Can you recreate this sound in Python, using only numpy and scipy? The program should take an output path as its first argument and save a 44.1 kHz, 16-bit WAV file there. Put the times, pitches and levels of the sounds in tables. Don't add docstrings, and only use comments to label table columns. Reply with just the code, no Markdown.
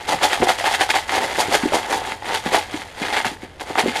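import sys
import numpy as np
from scipy import signal
from scipy.io import wavfile

SR = 44100
rng = np.random.default_rng(int(sys.argv[2]) if len(sys.argv) > 2 else 0)


def bounce(signal):
    frames = np.transpose(np.atleast_2d(signal))
    limited = np.clip(frames, -1, 1)
    pcm = np.round(limited * 32767).astype(np.int16)
    wavfile.write(sys.argv[1], SR, pcm)


N = 176400

# (peak time [s], build-up [s], decay [s], wall level [dB], shell level [dB], hook level [dB])
CASCADES = [ (0.093, 0.011, 0.02, -23, -22, -29), (0.13, 0.022, 0.02, -16.5, -27, -29.5),
            (0.239, 0.011, 0.018, -11.5, -14.5, -21.5), (0.334, 0.0095, 0.012, -17, -15.5, -26),
            (0.432, 0.0094, 0.019, -15.5, -28, -27.5), (0.5, 0.015, 0.017, -13, -17, -22),
            (.59, 0.0071, 0.026, -27.5, -22.5, -32.5), (0.66, 0.011, 0.027, -15.5, -18, -27),
            (0.716, 0.011, 0.015, -26, -29, -30.5), (0.75, 0.017, 0.0086, -25, -18, -24),
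            (0.814, 0.011, 0.021, -15, -16, -24.5), (0.904, 0.0084, 0.012, -23.5, -15.5, -26),
            (0.959, 0.012, 0.025, -16.5, -15.5, -26), (1.098, 0.0091, 0.011, -36, -26, -34),
            (1.164, 0.04, 0.022, -18, -20, -30.5), (1.246, 0.035, 0.014, -17.5, -28, -31.5),
            (1.404, 0.017, 0.016, -14.5, -36, -23), (1.555, 0.024, 0.01, -12.5, -19, -21.5),
            (1.623, 0.0062, 0.023, -28, -28, -36), (1.748, .013, 0.025, -13, -30, -24.5),
            (1.937, 0.031, 0.031, -16.5, -31, -27.5), (2.075, 0.041, 0.056, -26.5, -31, -39.5),
            (2.122, 0.0061, 0.0073, -22, -28, -40), (2.311, 0.037, 0.041, -21, -30, -39),
            (2.347, 0.014, 0.029, -25, -19, -27.5), (2.466, 0.017, 0.04, -25, -26.5, -36.5),
            (2.548, 0.019, 0.037, -16, -17.5, -25), (2.75, 0.038, 0.089, -31.5, -30.5, -39.5),
            (3.022, 0.023, 0.11, -29.5, -26, -38.5), (3.132, 0.0059, 0.048, -23, -20.5, -36),
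            (3.178, 0.021, 0.03, -24.5, -19, -35), (3.254, 0.0063, 0.033, -25, -21, -30.5),
            (3.439, 0.018, 0.019, -42, -35.5, -48), (3.614, 0.0083, 0.01, -25.5, -31, -35),
            (3.69, 0.022, 0.072, -33.5, -34.5, -45), (3.797, .014, 0.016, -14, -16.5, -24),
            (3.882, 0.015, 0.035, -37, -25, -36), (3.965, 0.012, 0.038, -24.5, -21.5, -32)]
# (time [s], level [dB])
SLIDING = [(0, -38), (.19, -34.5), (.3, -27.5), (.56, -35.5), (.7, -33), (1.05, -40.5), (1.3, -28),
           (1.86, -32), (2.1, -40), (2.2, -50.5), (2.26, -31.5), (2.42, -51), (2.6, -38.5), (2.68, -45),
           (2.82, -68), (2.93, -45), (3.1, -30.5), (3.37, -50.5), (3.57, -51.5), (3.7, -37.5), (4, -35.5)]
# (time [s], level [dB], spectral tilt [dB/decade])
DIVIDER_TAPS = [(.212, -14, -3), (.224, -12, 12.5), (.3147, -14.5, 3), (0.4183, -13, 9), (0.492, -2.5, 13),
                (0.799, -11.5, -4), (0.8918, -10.5, 1), (.942, -7, 3), (1.0941, -7, 18), (1.1408, -12, -1),
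                (1.551, -3.5, -1), (1.75, -12, -8), (1.934, -14, 4), (2.2224, -21, -9), (2.819, -16.5, 15),
                (3.204, -10.5, 1), (3.2468, -8.5, 5), (3.5975, -23, 21), (3.7557, -8.5, -7), (3.783, -5, 4),
                (3.960, -15, 12)]
# (time [s], level [dB], wall frequency [Hz])
WALL_KNOCKS = [(.089, -16, 870), (.231, -15, 787), (.251, -7.5, 858), (.4718, -10.5, 773), (.609, -15, 696),
               (.6422, -8, 820), (.713, -12.5, 810), (.809, -12.5, 779), (.956, -8.5, 787),
               (1.181, -11.5, 760), (1.5233, -15, 806), (1.7217, -11.5, 605), (1.7346, -5, 828),
               (1.9298, -10, 874), (2.0175, -16.5, 780), (2.528, -14.5, 534), (2.546, -6.5, 758),
               (2.566, -15, 920), (3.126, -14.5, 820)]
# (time [s], level [dB], frequency [Hz])
HAND_BUMPS = [(0.142, -26, 164), (0.401, -17.5, 260), (0.422, -7.5, 365), (1.483, -20, 294),
              (1.634, -12, 265), (1.655, -9.5, 303), (2.46, -17.5, 230), (2.741, -17.5, 307),
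              (3.012, -18.5, 290), (3.257, -21.5, 253), (3.314, -27.5, 298), (3.43, -26, 297),
              (3.699, -21.5, 300), (3.836, -17, 238), (3.859, -11, 370), (3.88, -14.5, 255)]
# (frequency [Hz], level [dB])
WALL_SPECTRUM = [(40, -55), (130, -19), (260, -6), (430, 0), (650, -0.5), (830, -2), (1080, -4.5),
                 (1600, -8.5), (3000, -16), (15000, -73)]
SHELL_SPECTRUM = [(40, -47), (300, -9.5), (800, -4.5), (1300, -1), (2100, 0.5), (3400, -3.5), (4600, -8.5),
                  (5600, -17), (9000, -17), (15000, -38.5)]
HOOK_SPECTRUM = [(40, -51), (1000, -31.5), (3000, 2), (4700, 1), (5500, -2.5), (7000, -1.5), (7700, -6.5),
                 (9600, -5), (11500, -11.5), (13500, -16.5), (15300, -29)]
TAP_SPECTRUM = [(40, -33), (140, -18), (300, -9), (850, 4), (1100, 0.5), (1600, -3), (3200, -12),
                (15000, -64.5)]
# (frequency [Hz], bandwidth [Hz], level [dB])
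BOX_MODES = [(296, 61, -22.5), (822, 115, -8), (885, 60, -11), (1760, 340, -12), (2048, 78, -8.5),
             (3280, 130, -13)]
# (time [s], gain [dB])
BASS_GAIN = [(.5, -0.5), (.57, -3.5), (.97, -2), (1.2, 1)]
# (frequency [Hz], reverberation time [s])
REVERB_TIMES = [(150, 0.25), (3000, 0.13), (14000, 0.23)]
# (frequency [Hz], level [dB])
BACKGROUND_SPECTRUM = [(20, -15), (38, -10), (57, -2.5), (70, -7), (95, 0.5), (140, -13.5), (540, -13),
                       (1000, -25), (4000, -38), (15000, -62)]


def lures():
    heavy = agitation(slide_db=0.5, lag_s=0, linger=1.0, kind=0)
    hard = agitation(slide_db=0.5, lag_s=0.0012, linger=1.08, kind=1)
    light = agitation(slide_db=-9.5, lag_s=0.0029, linger=1.17, kind=2)
    walls = impacts(heavy, WALL_SPECTRUM, per_s=320, spread_db=6, fade_s=.002, ring_db=-2, hollow=.1)
    shells = impacts(hard, SHELL_SPECTRUM, per_s=420, spread_db=8, fade_s=.003, ring_db=5)
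    hooks = impacts(light, HOOK_SPECTRUM, per_s=650, spread_db=10, fade_s=.005, ring_db=5)
    return amp(-5) * walls + amp(-3.5) * shells + amp(0.44) * hooks


def agitation(slide_db, lag_s, linger, kind, build_curve=1.65):
    t = np.arange(0, N / SR, .001)
    power = amp(np.interp(t, *np.transpose(SLIDING)) + slide_db) ** 2
    for peak, rise, fall, *levels in CASCADES:
        age = t - peak - lag_s
        falloff = np.where(age < 0, abs(age / rise) ** build_curve, 2 * age / (fall * linger))
        power += amp(levels[kind]) ** 2 * np.exp(-falloff)
    return np.interp(np.arange(N) / SR, t, np.sqrt(power))


def impacts(envelope, spectrum, per_s, spread_db, fade_s, ring_db, hollow=0, count=90):
    pieces = [contact(fade_s, ring_db) + hollow * wall_mode() for _ in range(count)]
    response = colour(signal.unit_impulse(2048), spectrum)
    coloured = signal.fftconvolve(pieces, response[None], axes=1)
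    mean_energy = np.mean(np.sum(coloured ** 2, axis=1))
    jitter, force, choice = rng.random((12000, 3)).T
    times = (np.arange(len(jitter)) + 2 * jitter) / per_s
    strengths = unit(amp(spread_db * (2 * force - 1))) * np.sqrt(SR / per_s)
    hits = np.zeros(N)
    for s, gain, which in zip(times[times < N / SR], strengths, choice):
        add(hits, s, gain * envelope[int(s * SR)] * pieces[int(which * count)])
    return signal.oaconvolve(hits, response / np.sqrt(mean_energy))[:N]


def contact(fade_s, ring_db, size=1300):
    t = np.arange(size) / SR
    sound = rng.standard_normal(size) * np.exp(-t / fade_s)
    sound *= amp(ring_db) / np.linalg.norm(sound)
    sound[0] += 1
    return sound / np.linalg.norm(sound)


def wall_mode(centre_hz=825.5, log_spread=0.17, ring_s=0.013):
    t = np.arange(1300) / SR
    hz = centre_hz * np.exp(log_spread * rng.uniform(-1.06, 1))
    note = np.cos(2 * np.pi * hz * t) * np.exp(-t / ring_s)
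    return note / np.linalg.norm(note)


def divider_taps(gain_db=-1):
    out = np.zeros(N)
    for s, db, tilt_db in DIVIDER_TAPS:
        tap = colour(contact(fade_s=.0035, ring_db=-1.5), TAP_SPECTRUM, tilt_db, size=1024)
        add(out, s, amp(db + gain_db) * tap / abs(tap).max())
    return out


def wall_knocks(gain_db=-1.5, ring_s=0.009, click_db=-4.5, size=3000):
    out, t = np.zeros(N), np.arange(size) / SR
    for s, db, hz in WALL_KNOCKS:
        click = colour(contact(fade_s=.0035, ring_db=1.5, size=size), WALL_SPECTRUM)
        note = np.sin(2 * np.pi * hz * t) * np.exp(-t / ring_s)
        add(out, s, amp(db + gain_db) * (note + amp(click_db) * click / abs(click).max()))
    return out


def hand_bumps(gain_db=1, rise_s=0.00059, fade_s=0.0057, scuff_gain=0.48, size=4000):
    out, t = np.zeros(N), np.arange(size) / SR
    for s, db, hz in HAND_BUMPS:
        softness = np.exp(-db / 39)
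        push = (1 - np.exp(-t / (rise_s * softness ** 2))) * np.exp(-t / (fade_s * softness))
        band = signal.butter(2, [hz * 0.51, hz * 1.47], "band", fs=SR)
        scuff = unit(signal.lfilter(*band, rng.standard_normal(size)))
        thud = push * (np.sin(2 * np.pi * hz * t) + scuff_gain * softness * scuff)
        add(out, s, amp(db + gain_db) * thud * np.linalg.norm(push) / np.linalg.norm(thud))
    return out


def box_resonance(x, gain_db=8.5, flex_depth=.025, flex_per_s=14):
    out, t = x, np.arange(N) / SR
    for hz, width_hz, db in BOX_MODES:
        drift = np.interp(t * flex_per_s, np.arange(N), rng.standard_normal(N))
        carrier = np.exp(2j * np.pi * np.cumsum(hz * (1 + flex_depth * drift)) / SR)
        pole = np.exp(-np.pi * width_hz / SR)
        baseband = signal.lfilter([1 - pole], [1, -pole], x / carrier + 1e-18)
        out = out + amp(gain_db + db) * 2 * (carrier * baseband).real
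    return out


def bass_shift(x, cutoff_hz=526):
    low = signal.sosfiltfilt(signal.butter(4, cutoff_hz, fs=SR, output="sos"), x)
    gain = amp(np.interp(np.arange(N) / SR, *np.transpose(BASS_GAIN)))
    return x + low * (gain - 1)


def room(x, gap_s=.004):
    hz, t, noise = signal.stft(rng.standard_normal(16384), SR, nperseg=256)
    decay = amp(-60 * t / at_frequency(REVERB_TIMES, hz)[:, None])
    tail = signal.istft(noise * decay, SR)[1]
    tail[:round(gap_s * SR)] = 0
    return signal.oaconvolve(x, tail / np.linalg.norm(tail))[:N]


def background(level_db=-44):
    return amp(level_db) * unit(colour(rng.standard_normal(N), BACKGROUND_SPECTRUM, size=16384))


def colour(x, spectrum, tilt_db=0, size=4096):
    hz = abs(np.fft.fftfreq(size, 1 / SR))
    decades = np.log10(np.maximum(hz, 300) / 1000)
    log_gain = np.log(amp(at_frequency(spectrum, hz) + tilt_db * decades))
    response = np.fft.ifft(np.exp(np.conj(signal.hilbert(log_gain)))).real[:size // 2]
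    return signal.oaconvolve(x, response)[:len(x)]


def at_frequency(table, hz):
    frequencies, values = np.transpose(table)
    return np.interp(np.log(hz + 1), np.log(frequencies), values)


def amp(db):
    return 10 ** (np.asarray(db) / 20)


def unit(x):
    return x / np.sqrt(np.mean(x ** 2) + 1e-20)


def add(mix, s, sound):
    part = mix[max(0, round(s * SR)):][:len(sound)]
    part += sound[:len(part)]


def scene(room_db=-10.5):
    rattle = box_resonance(lures() + divider_taps()) + wall_knocks()
    direct = bass_shift(rattle) + hand_bumps()
    rumble = background()
    return (direct + amp(room_db) * room(direct) + rumble)[None]


def record(dry, ceiling=.95, cutoff_hz=15250):
    rounded = dry / (1 + (dry / ceiling) ** 6) ** (1 / 6)
    lowpass = signal.firwin(511, cutoff_hz, window=("kaiser", 9), fs=SR)
    return signal.oaconvolve(rounded, lowpass[None], "same")


dry = scene()
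out = record(dry)
bounce(out)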